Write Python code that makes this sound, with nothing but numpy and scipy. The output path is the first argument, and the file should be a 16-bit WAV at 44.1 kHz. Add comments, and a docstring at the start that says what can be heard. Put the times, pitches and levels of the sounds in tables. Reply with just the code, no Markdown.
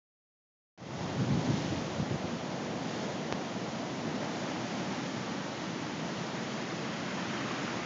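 """Storm surf on a rocky shore, from a microphone on the sea wall. After a short silence the sea
fades in: breakers rumble farther out, white water roars, and foam washes over the stones below.
Wind buffets the microphone for the first seconds, and a tiny tap on it gives one sharp tick.
The microphone turns slowly from along the shore to face the water, trading roar for foam.
At the end a wave runs in and knocks the cobbles together."""
import sys
import numpy as np
from scipy import signal
from scipy.fft import rfft, irfft, next_fast_len
from scipy.io import wavfile
from scipy.ndimage import uniform_filter1d

SR = 44100
rng = np.random.default_rng(int(sys.argv[2]) if len(sys.argv) > 2 else 0)


def dump(signal):
    """Clip the signal to [-1, 1] and save it as 16-bit WAV at the path in sys.argv[1]."""
    limited = np.clip(np.atleast_2d(signal).T, -1, 1)
    pcm = np.round(limited * 32767).astype(np.int16)
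    wavfile.write(sys.argv[1], SR, pcm)


N = 346185
TIME = np.arange(N) / SR


def breakers():
    """Farther out, big clouds of trapped air throb under the surf, and the white water above roars."""
    # Waves breaking. Each row: peak time in seconds, swell of the rumble in dB, half length in seconds.
    waves = [(1.522, 2.5, 0.19), (2.95, 2.5, 0.4), (4.25, 2.5, 0.38), (4.85, 2, 0.28), (6.15, 0.7, 0.39),
             (7.45, 1.5, 0.73)]
    # Spectrum of the rumble. Each row: frequency in Hz, relative level in dB.
    rumble_colour = [(25, -46), (45, -33.5), (70, -23), (100, -11), (130, -3.5), (190, 1), (270, -1.5),
                     (350, -3.5), (420, -10)]
    swell_db = swells(*np.transpose(waves))
    rumble = from_db(-40 + swell_db) * rms_one(noise(rumble_colour, 20, 394))
    roar_db = -42 + 0.65 * swell_db - 2.0 * facing()   # the microphone turns away from the roar up the bay
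    roar = from_db(roar_db) * churn(388, 979, patchy_db=0.5, rate=6.3, bands=3)
    return rumble + roar


def foam():
    """Just below the wall, each surge washes and splashes over the stones, and its spray hisses."""
    # Each row: peak time in seconds, half length in seconds, wash swell in dB, spray swell in dB.
    surges = [(1.603, 0.29, 2, 4.0), (2.986, 0.16, 1.4, 3), (4.746, 0.65, 2, 2), (6.45, 0.4, 1.0, 1),
              (7.5, 0.57, 4.5, 2)]
    times, halves, wash_swells_db, spray_swells_db = np.transpose(surges)
    wash_db = -47 + swells(times, wash_swells_db, halves) + 1.85 * facing()
    spray_db = -49.5 + swells(times, spray_swells_db, halves) + 1.03 * facing()
    wash = from_db(wash_db) * churn(1007, 3065, patchy_db=0.5, rate=18, bands=4)
    spray = from_db(spray_db) * churn(3030, 10700, patchy_db=0.46, rate=9, bands=3)
    splashes = bubbles(per_s=1500, spread_db=7.5, cycles=7.2, low_hz=800, high_hz=5430, pitches=16)
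    return wash + spray + from_db(wash_db - 10.5) * splashes


def churn(low_hz, high_hz, patchy_db, rate, bands):
    """Water noise in a few bands, each swelling by itself as patches of foam break; rms 1."""
    # Spectrum of the sea from the wall. Each row: frequency in Hz, relative level in dB.
    sea_colour = [(300, -3.5), (400, -6.5), (600, -5.5), (850, -8.5), (1100, -10.5), (1550, -13.5),
                  (1900, -13.5), (2500, -17.5), (3200, -17.5), (4300, -21), (5000, -21.5), (5800, -22),
                  (6700, -23.5), (7400, -27.5)]
    edges = np.geomspace(low_hz, high_hz, bands + 1)
    return rms_one(sum(noise(sea_colour, low, high) * from_db(patchy_db * drift(rate))
                       for low, high in zip(edges, edges[1:])))


def bubbles(per_s, spread_db, cycles, low_hz, high_hz, pitches):
    """Bubbles and drops of random size, each ringing down by 60 dB in a few cycles; rms 1."""
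    sizes = from_db(spread_db * np.minimum(rng.exponential(1, N), 4)) * rng.choice([-1, 1], N)
    clicks = sizes * (rng.random(N) < per_s / SR)
    pitch_index = rng.integers(0, pitches, N)
    out = np.zeros(N)
    for k, hz in enumerate(np.geomspace(low_hz, high_hz, pitches)):
        angle = 2 * np.pi * hz / SR
        decay = np.exp(-np.log(1000) * hz / (cycles * SR))
        kicks = clicks * (pitch_index == k) + 1e-18
        out += signal.lfilter([0, np.sin(angle)], [1, -2 * decay * np.cos(angle), decay * decay], kicks)
    return rms_one(out)


def wind():
    """Turbulence right on the microphone: one lumpy gust dies to a breeze, and eddies hit briefly."""
    # Spectrum of the wind noise. Each row: frequency in Hz, relative level in dB.
    wind_colour = [(25, -33.5), (45, -22), (70, -12.5), (100, -2), (140, 3), (200, -1), (300, -7.5),
                   (450, -19), (900, -40.5)]
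    # Eddies striking. Each row: peak time in seconds, level in dB, half length in seconds.
    buffets = [(1.21, -29, 0.025), (1.319, -27.5, 0.03), (1.384, -30.5, 0.017), (1.499, -27.5, 0.015),
               (1.545, -32, 0.0059), (1.733, -35, 0.038), (2, -28, 0.009), (2.026, -31, 0.01),
               (2.119, -30.5, .011), (2.152, -30, 0.0073), (2.248, -34, 0.008), (4.09, -45, 0.06),
               (5.99, -44, 0.063)]
    gust_db, breeze_db, lumps_db = -39.5, -60, 1.8
    peak_s, attack_s, hold_s, release_s = 1.01, 0.46, 0.42, 0.71
    early = np.maximum(peak_s - TIME, 0) / attack_s
    late = np.maximum(TIME - peak_s - hold_s, 0) / release_s
    push = np.hypot(from_db(breeze_db), from_db(gust_db) * np.exp(-early ** 2 - late ** 2))
    power = (push * from_db(lumps_db * drift(rate=25))) ** 2
    for at_s, level_db, half_s in buffets:
        power += from_db(level_db) ** 2 * np.exp(-((TIME - at_s) / half_s) ** 2)
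    eddies = rms_one(noise(wind_colour, 20, 1200))
    # even out the noise, so that the flow, not chance, sets how hard each eddy hits
    local_power = uniform_filter1d(uniform_filter1d(eddies ** 2, size=700), size=500)
    return np.sqrt(power) * rms_one(eddies / np.sqrt(local_power + 0.05))


def stones(ring_s):
    """In the wash, a wave rolls cobbles together; each knock is a short, damped ring."""
    # Each row: start in seconds, peak level in dB, ring frequency in Hz.
    knocks = [(6.241, -32, 800), (6.724, -34, 1250), (7.184, -28.5, 1000), (7.509, -29, 1110),
              (7.558, -32, 1240), (7.677, -32, 1410), (7.741, -34, 970)]
    out = np.zeros(N)
    for start_s, level_db, hz in knocks:
        age = np.maximum(TIME - start_s, 0)
        out += from_db(level_db - 60 * np.minimum(age / ring_s, 3)) * np.sin(2 * np.pi * hz * age)
    return out


def tick(at_s, level_db, dull_hz, bass_hz):
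    """One tiny tap on the microphone: a pressure spike that swings back once."""
    click = np.zeros(N)
    click[round(at_s * SR)] = 1
    spike = signal.lfilter(*signal.butter(1, dull_hz, fs=SR), click)
    spike = signal.lfilter(*signal.butter(2, bass_hz, "high", fs=SR), spike)
    return from_db(level_db) * spike / spike.max()


def facing(middle_s=4.7, takes_s=4.3):
    """How far the microphone has turned: 0 along the shore, 1 toward the water."""
    return 0.5 + 0.5 * np.sin(np.pi * np.clip((TIME - middle_s) / takes_s, -0.5, 0.5))


def swells(times, sizes_db, halves):
    """Each wave lifts the level in a smooth hump; dB over time."""
    return sum(size_db * np.exp(-((TIME - peak_s) / half_s) ** 2)
               for peak_s, size_db, half_s in zip(times, sizes_db, halves))


def noise(colour, low_hz, high_hz):
    """Noise of a given colour between two soft band edges."""
    size = next_fast_len(N, True)
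    freqs = np.maximum(np.fft.rfftfreq(size, 1 / SR), 1)
    hz, level_db = np.transpose(colour)
    gain = from_db(np.interp(np.log(freqs), np.log(hz), level_db))
    edges = np.sqrt((1 + (low_hz / freqs) ** 16) * (1 + (freqs / high_hz) ** 16))
    return irfft(rfft(rng.standard_normal(size)) * gain / edges, size)[:N]


def drift(rate):
    """Smooth random wandering at about `rate` turns a second; spread 1."""
    hop, settle = 40, 2000   # samples a step, steps to settle
    pole = np.exp(-2 * np.pi * rate * hop / SR)
    steps = rng.standard_normal(N // hop + settle + 2)
    slow = signal.lfilter([1], [1, -2 * pole, pole * pole], steps)[settle:]
    return np.interp(np.arange(N) / hop, np.arange(len(slow)), rms_one(slow))


def from_db(db):
    """Decibels to gain."""
    return 10 ** (np.asarray(db) / 20)


def rms_one(x):
    """Scale to unit power."""
    return x / np.sqrt(np.mean(x ** 2) + 1e-20)


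def scene():
    """Sea, stones, wind and tick at one microphone on the wall."""
    tap = tick(at_s=3.3252, level_db=-12.2, dull_hz=560, bass_hz=70)
    return (breakers() + foam() + stones(ring_s=0.032) + wind() + tap)[None]


def record(dry):
    """The sound fades in from silence; the microphone loses the deepest bass, and the top is cut."""
    start_s, fade_s, bass_hz, top_hz = 0.776, 0.25, 52, 6950
    fade = np.interp(TIME, [start_s, start_s + fade_s], [from_db(-15.5), 1], left=0)
    thin = signal.sosfilt(signal.butter(4, bass_hz, "high", fs=SR, output="sos"), dry * fade)
    return signal.sosfilt(signal.cheby1(9, 0.3, top_hz, fs=SR, output="sos"), thin)


dry = scene()
out = record(dry)
dump(out)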